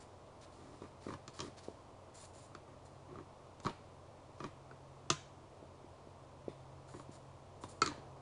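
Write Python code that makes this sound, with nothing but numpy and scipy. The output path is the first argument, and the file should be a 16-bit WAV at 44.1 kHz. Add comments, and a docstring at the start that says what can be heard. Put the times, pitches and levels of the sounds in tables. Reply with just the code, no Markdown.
"""Two bucks spar on crusted snow at night, heard from some metres away at the edge of a wood.
Their antlers clack and grind as dying modes of skulls, beams and tines, struck by blows or runs of tiny slips.
Hooves thud as short sine pushes; snow sweeps and soft bursts of hiss are streams of tiny coloured clicks.
The wood adds a few echoes, a short dense scatter and a thin noise tail. Under it lie a dull distant wash of
shaped noise and the low hum of a far machine, made of two wavering tones."""
import sys
import numpy as np
from scipy import signal
from scipy.fft import rfft, irfft, next_fast_len
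from scipy.io import wavfile
from scipy.ndimage import uniform_filter1d

SR = 44100
rng = np.random.default_rng(int(sys.argv[2]) if len(sys.argv) > 2 else 0)


def wrap_up_sound(samples):
    """Save the sound to the file named by the first command line argument, as 16-bit audio."""
    columns = np.atleast_2d(samples).T
    # keep every value between -1 and 1, then stretch to whole-number steps
    tamed = np.clip(columns, -1, 1)
    steps = np.round(tamed * 32767).astype(np.int16)
    wavfile.write(sys.argv[1], SR, steps)


N = 362061
TIME = np.arange(N) / SR  # s
RING = np.arange(6000) / SR  # time within one short sound, s

# Colour of the night air: freq_hz, level_db_per_hz
AIR_SPECTRUM = [(20, -8.5), (50, -5), (75, -2), (110, 2), (170, -7), (330, -4), (480, -4.5), (610, -1),
                (780, -5.5), (1050, -6), (1600, -21), (3000, -24), (7000, -29.5), (10000, -34)]
# Level of the distant wash: time_s, level_db
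WASH_LEVEL = [(0, -58), (7.5, -58), (7.95, -54.5), (8.21, -56.5)]
# Soft bursts of bright hiss, most of them hooves sweeping through snow:
# start_s, length_s, level_db, icy_share (0 powder to 1 crust)
HISS_BURSTS = [(0, 0.037, -64, .4), (.411, 0.042, -63, .2), (.52, 0.37, -72.5, 0.22),
               (1.011, 0.14, -64.5, .15), (1.336, .15, -62, .25), (1.572, .026, -59, 0.12),
               (1.632, 0.022, -62, 0.2), (2.143, 0.12, -60, 0.76), (2.337, 0.13, -66.5, 0.73),
               (2.853, 0.017, -65.5, 0.6), (3.632, 0.036, -62, .6), (4.38, .1, -70, 0.2),
               (6.878, 0.15, -68, 0.7), (7.116, .053, -65, 0.55), (7.614, 0.045, -63, 0.9),
               (7.687, 0.036, -62, 0.7)]
# Colour of powder snow: freq_hz, level_db_per_hz
POWDER_SPECTRUM = [(300, -6), (1400, 3), (3000, -3.5), (4300, 2.5), (6000, -1.5), (7200, -9.5), (8100, -7),
                   (10300, -15)]
# Colour of icy crust: freq_hz, level_db_per_hz
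CRUST_SPECTRUM = [(300, -16), (1500, -12), (3000, -8), (4300, 0.5), (6300, 0), (7200, 10.5), (8100, 0.5),
                  (9700, 5.5), (10600, -5)]
# Antlers grinding on each other: start_s, end_s, level_db
ANTLER_GRINDS = [(.56, .76, -60), (.828, .86, -51.5), (1.08, 1.1, -45), (1.11, 1.132, -47),
                 (1.412, 1.48, -49), (2.67, 2.745, -61), (3.08, 3.21, -57), (3.65, 3.705, -50.5),
                 (4.422, 4.47, -46.5), (6.942, 6.975, -51.5), (7.83, 7.90, -49.5)]
# Modes of each buck's head, skull to beams to tines, at pitch and length factors of 1:
# freq_hz, level_db, t60_s
LIGHT_RACK_MODES = [(135, 0, 0.079), (264, -10, 0.071), (339.4, 5, 0.04), (402.6, -18, 0.079),
                    (663, -9, 0.089), (1027, -7.5, 0.13), (1245, 6, 0.039), (1350, -7, 0.028),
                    (1807, -12, 0.064), (1984, -4, 0.027), (2597, -9.5, 0.041), (3000, -16, 0.011),
                    (3340, -12, 0.017), (3403, -9.5, 0.032), (3850, -7.5, 0.023), (4195, -2.5, 0.017),
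                    (4890, -5.5, 0.018), (5690, -5.5, 0.01), (5884, -4.5, 0.019), (6270, -2.5, 0.018),
                    (6410, -5, 0.015), (6820, -3.5, 0.014), (7420, -7, 0.015)]
HEAVY_RACK_MODES = [(76, -19, 0.045), (154, -13, 0.027), (242, -13, 0.028), (337, -1, 0.035),
                    (399, -2.5, 0.051), (944, -10.5, 0.029), (1130, -13.5, 0.016), (1328, 3, 0.034),
                    (2160, -7, 0.033), (2507, -11.5, 0.04), (3180, -15, 0.035), (4310, -16, 0.027),
                    (4356, -15, 0.053), (4492, 1.5, 0.022), (4720, -6.5, 0.018), (5400, -17, 0.012),
                    (5700, -9, 0.016), (6880, -1, .01), (7230, -2, 0.015), (7460, -4.5, 0.014)]
# Hoof falls: start_s, peak_db (of the envelope), pitch_hz
HOOF_FALLS = [(.819, -37, 336), (1.0664, -32, 300), (1.684, -30.5, 415), (3.128, -43, 335),
              (3.658, -31, 175), (5.627, -42.5, 334), (5.844, -45.5, 340), (6.072, -43.5, 350),
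              (6.4812, -26.5, 407), (7.092, -41.5, 265), (7.98, -44.5, 274)]
# Antler blows: start_s, force_db, contact_place (0 base to 1 tine tip), pitch_factor, heavy_share (0 to 1)
ANTLER_BLOWS = [(.82, -51, .37, 0.83, .7), (1.065, -53, .3, 1.02, .2), (1.1039, -42, .05, 0.85, .3),
                (1.137, -43, .42, 0.86, 0.09), (1.278, -48.5, 0.86, 0.96, 0.4),
                (1.3909, -44, 0.74, 0.91, 0.4), (1.403, -41.5, 0.95, 0.94, 0.1),
                (2.549, -45, 0.49, 1.01, 0.46), (3.155, -51.5, .17, 0.99, 0.04),
                (3.1852, -47, .08, .89, 0.4), (3.6002, -57.5, .85, 1.02, 0.25),
                (3.648, -40.5, .45, 0.79, 0.2), (3.657, -40.5, 0.5, .92, 0.96),
                (3.6648, -29.5, .35, .91, .6), (3.685, -43.5, .1, 1, .4), (3.695, -48, 0.76, .68, 0),
                (4.4024, -43.5, 0.44, .96, 0), (4.4404, -40, 0.48, 0.93, 0.08),
                (4.711, -49.5, .18, 1.07, 0.9), (5.101, -27, 0.92, 1, 0.08), (6.8883, -58.5, 0.36, 1.1, .8),
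                (6.938, -49.5, .05, 0.83, 0), (6.996, -48.5, .43, 0.9, 0.5),
                (7.6363, -40.5, 0.4, .81, 0.43), (7.818, -21.5, 0.62, .99, 0.97),
                (7.861, -40, 1, 0.98, .77), (7.875, -36, 0.74, 0.91, 0.96), (7.914, -46.5, .3, 0.77, 0.3)]
# Splintery noise of a contact: freq_hz, level_db_per_hz
SPLINTER_SPECTRUM = [(300, -21), (1500, -3), (2400, -3.5), (3200, -0.5), (3700, -5), (4200, -13),
                     (5200, -2), (7400, -12.5), (7900, -15), (9200, -9), (10000, -44)]
# Discrete echoes off nearby trunks: delay_s, level_db
TRUNK_ECHOES = [(.0053, -17), (0.014, -17.5), (0.0165, -42), (0.0236, -20.5)]
# How much of each band the wood scatters back: freq_hz, level_db
SCATTER_SPECTRUM = [(150, 5), (400, -9.5), (1300, -2.5), (2200, 1.5), (4500, -1.5), (7200, -3), (8500, 1.5)]
# Dying time of the wood's tail: freq_hz, t60_s
WOODS_DECAY = [(200, 0.11), (1300, 0.37), (3500, 0.52), (7000, 0.45), (10000, 0.28)]

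LOW_HUM_HZ, LOW_HUM_DB = 90.1, -66.5
HIGH_HUM_HZ, HIGH_HUM_DB, HUM_RISE_DB_PER_S = 134.3, -71.5, 1.24  # the upper tone slowly grows
THROB_DB, THROB_PERIOD_S, THROB_PEAK_S = 3.5, 1.837, 6.69  # swing either way, period, time of one peak
BURST_EDGE_S = 0.011  # each burst fades in and out this quickly
SETTLE_DB, SETTLE_S = -11.5, 0.088  # the patter after a burst: level against it, decay time constant
FIRM_DB = -39.5  # the force of an ordinary firm blow
THUMP_DB, THUMP_GROWTH = -41, 0.78  # skulls of a light rack under a firm blow; dB more per dB of force
HEAVY_THUMP_DB = -3.5  # the heavy head gives way less
BASE_CRACK_DB, TIP_CRACK_DB = -24, 5.5  # crack against beams, for a blow at the base and at the tip
EDGE_HZ = 10380  # upper band limit


def amp(db):
    """Turns decibels into gain."""
    return 10 ** (np.asarray(db) / 20)


def evened(x):
    """Scales to rms 1."""
    return x / np.sqrt(np.mean(x ** 2) + 1e-20)


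def crested(x):
    """Scales so that the loudest two milliseconds have rms 1."""
    power = uniform_filter1d(x ** 2, size=88, mode="constant")
    return x / np.sqrt(power.max() + 1e-20)


def read(points, hz):
    """Reads a spectrum table on a log-frequency axis."""
    f, value = np.transpose(points)
    return np.interp(np.log(hz + 1), np.log(f + 1), value)


def curve(rows):
    """Draws a curve table at every sample."""
    return np.interp(TIME, *np.transpose(rows))


def coloured(x, points):
    """Filters x with the gains of a spectrum table."""
    size = next_fast_len(len(x) + 512)
    gain = amp(read(points, np.fft.rfftfreq(size, 1 / SR)))
    return irfft(rfft(x, size) * gain, size)[:len(x)]


def add(mix, s, sound):
    """Mixes a sound in at time s."""
    part = mix[max(round(s * SR), 0):][:len(sound)]
    part += sound[:len(part)]


def strokes(rows, edge):
    """Sums the levels of soft-edged strokes."""
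    level = 0
    for start, end, db in rows:
        inside = np.minimum(TIME - start, end - TIME)
        level = level + amp(db) * np.clip(inside / edge + .5, 0, 1)
    return level


def grains(per_s, spread_db):
    """Scatters a random train of clicks of uneven size."""
    hits = rng.random(N) < per_s / SR
    size_db = spread_db * np.minimum(rng.exponential(1, N), 3)
    return hits * rng.choice([-1, 1], N) * amp(size_db)


def air():
    """A dull distant wash of noise that swells a little near the end, with steady hiss above it."""
    wash = evened(coloured(rng.standard_normal(N), AIR_SPECTRUM))
    low = signal.sosfiltfilt(signal.butter(2, 1500, fs=SR, output="sos"), wash)
    hiss = wash - low
    level_db = curve(WASH_LEVEL)
    return amp(level_db) * low + amp(level_db.mean()) * hiss


def wavering_tone(hz, db, waver_hz):
    """A sine whose pitch drifts at random."""
    knots = np.linspace(0, N / SR, num=60)
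    drift = np.interp(TIME, knots, rng.standard_normal(len(knots)))
    phase = 2 * np.pi * np.cumsum(hz + waver_hz * drift) / SR
    return np.sqrt(2) * amp(db) * np.sin(phase)


def hum():
    """Two wavering tones of a far machine: the lower is level, the upper throbs slowly and grows."""
    throb_db = THROB_DB * np.cos(2 * np.pi * (TIME - THROB_PEAK_S) / THROB_PERIOD_S)
    upper_db = HIGH_HUM_DB + HUM_RISE_DB_PER_S * TIME + throb_db
    lower = wavering_tone(LOW_HUM_HZ, LOW_HUM_DB, waver_hz=2.19)
    upper = wavering_tone(HIGH_HUM_HZ, upper_db, waver_hz=0.93)
    return lower + upper


def snow_texture(level, spectrum):
    """Tiny dense clicks, coloured as one kind of snow and shaped by its level."""
    return level * evened(coloured(grains(per_s=7000, spread_db=6.0), spectrum))


def snow():
    """Soft bursts of powdery hiss and brighter icy crunch, each with a patter that settles after it."""
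    powder, crust = np.zeros((2, N))
    for start, length, db, icy in HISS_BURSTS:
        since = TIME - start - length
        settling = amp(db + SETTLE_DB) * (since > 0) * np.exp(-abs(since) / SETTLE_S)
        burst = strokes([(start, start + length, db)], edge=BURST_EDGE_S)
        level = np.maximum(burst, settling)
        icy = np.clip(icy, 0, 1)
        powder += np.sqrt(1 - icy) * level
        crust += np.sqrt(icy) * level
    return snow_texture(powder, POWDER_SPECTRUM) + snow_texture(crust, CRUST_SPECTRUM)


def ring(modes, pitch=1, length=1):
    """Dying modes; bending waves travel slower when low, so low modes arrive later."""
    hz, db, t60 = np.transpose(modes)[:, :, None]
    t = np.maximum(RING - .0014 * np.sqrt(1e3 / hz), 0)  # time since each mode arrived
    rise = 1 - np.exp(-hz * t)
    fall_db = 60 * t / (t60 * length)
    return amp(db - fall_db) * np.sin(2 * np.pi * hz * pitch * t) * rise


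def racks(heavy, pitch, length=1):
    """Both heads ringing together, in three parts by frequency: skulls, beams and tines."""
    modes = LIGHT_RACK_MODES + HEAVY_RACK_MODES
    heavy = np.clip(heavy, 0, 1)
    weight = np.sqrt([1 - heavy] * len(LIGHT_RACK_MODES) + [heavy] * len(HEAVY_RACK_MODES))
    ringing = weight[:, None] * ring(modes, pitch, length)
    part = np.digitize(np.transpose(modes)[0], [850, 3050])  # Hz borders between the parts
    return [crested(ringing[part == k].sum(0)) for k in range(3)]


def grinding():
    """Ridged antlers stick and slip: tiny blunt blows into the same modes, damped by the pressure."""
    skulls, beams, tines = racks(heavy=0.83, pitch=0.883, length=0.72)
    blunt_beams = coloured(beams, [(1400, -4), (2100, -1.5)])
    body = blunt_beams + amp(-18.5) * tines + amp(4.5) * skulls
    slips = evened(grains(per_s=620, spread_db=4.0)) * strokes(ANTLER_GRINDS, edge=.007)
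    return signal.oaconvolve(slips, body / np.linalg.norm(body))[:N]


def hooves():
    """A hoof on frozen ground: a soft push of hardly two cycles."""
    out = np.zeros(N)
    for s, db, hz in HOOF_FALLS:
        cycles = RING * hz
        swell = cycles ** 2 * np.exp(-cycles / 0.27)
        add(out, s, -amp(db) * swell / swell.max() * np.sin(2 * np.pi * cycles))
    return out


def blows():
    """Each blow cracks the tines, rings the beams and thumps the skulls; nearer the tips, more crack."""
    out = np.zeros(N)
    contact = (1 - np.exp(-RING / .0007)) ** 2 * np.exp(-RING / .0035)
    for s, force_db, tip, pitch, heavy in ANTLER_BLOWS:
        thump_db = THUMP_DB + THUMP_GROWTH * (force_db - FIRM_DB) + HEAVY_THUMP_DB * heavy
        crack_db = force_db + BASE_CRACK_DB * (1 - tip) + TIP_CRACK_DB * tip
        # hard blows spring apart and ring freely
        length = np.interp(force_db, [-45, -25], [.75, .95])
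        skulls, beams, tines = racks(heavy, pitch, length)
        splinter = crested(coloured(rng.standard_normal(len(RING)) * contact, SPLINTER_SPECTRUM))
        crack = tines + amp(-4.5 - 11.6 * heavy) * splinter  # thin tines splinter more
        # a blunt blow loses the top of each part; a negative value brightens it
        blunt_db = np.clip(force_db - crack_db - 1.0, -2, 11)
        beams = crested(coloured(beams, [(1400, 0), (2100, -.63 * blunt_db)]))
        crack = crested(coloured(crack, [(4200, 0.0032), (7000, -.51 * blunt_db)]))
        add(out, s, amp(force_db) * beams + amp(crack_db) * crack + amp(thump_db) * skulls)
    return out


def blurred(x, width_hz):
    """A randomly wandering phase widens every tone in x into a band of noise."""
    wander = np.cumsum(rng.standard_normal(N)) * np.sqrt(2 * np.pi * width_hz / SR)
    turning = signal.hilbert(x, next_fast_len(N))[:N] * np.exp(1j * wander)
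    return turning.real


def woods(x):
    """A few discrete echoes, a short dense scatter and a long thin toneless tail, overlapping from the start."""
    near = x.copy()
    for delay, db in TRUNK_ECHOES:
        add(near, delay, amp(db) * x)
    scatter = rng.standard_normal(len(RING)) * np.exp(-RING / 0.021) * (1 - np.exp(-RING / 0.0036))
    # the tail is noise in which each band dies at its own pace
    hz, t, z = signal.stft(rng.standard_normal(SR), SR, nperseg=256)
    decay = amp(-60 * t / read(WOODS_DECAY, hz)[:, None])
    onset = 1 - np.exp(-t / 0.0031)
    tail = signal.istft(z * decay * onset, SR, nperseg=256)[1]
    tinted = coloured(x, SCATTER_SPECTRUM)
    toneless = coloured(blurred(x, width_hz=500), SCATTER_SPECTRUM)
    dense = signal.fftconvolve(tinted, scatter / np.linalg.norm(scatter))[:N]
    thin = signal.fftconvolve(toneless, tail / np.linalg.norm(tail))[:N]
    return near + amp(-8.5) * dense + amp(-15.5) * thin


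def scene():
    """All is mixed to the middle; the clacks add a faint bright side signal, opposite in the two channels."""
    clacks = blows()
    fight = clacks + grinding() + hooves() + snow()
    mid = woods(fight) + air() + hum()
    side = amp(-22) * np.diff(clacks, prepend=0)  # differencing favours the treble
    return np.array([mid - side, mid + side])


def record(dry):
    """The upper band limit, a steep linear-phase lowpass."""
    lowpass = signal.firwin(511, EDGE_HZ, window=("kaiser", 9), fs=SR)
    return signal.oaconvolve(dry, lowpass[None], "same")


dry = scene()
out = record(dry)
wrap_up_sound(out)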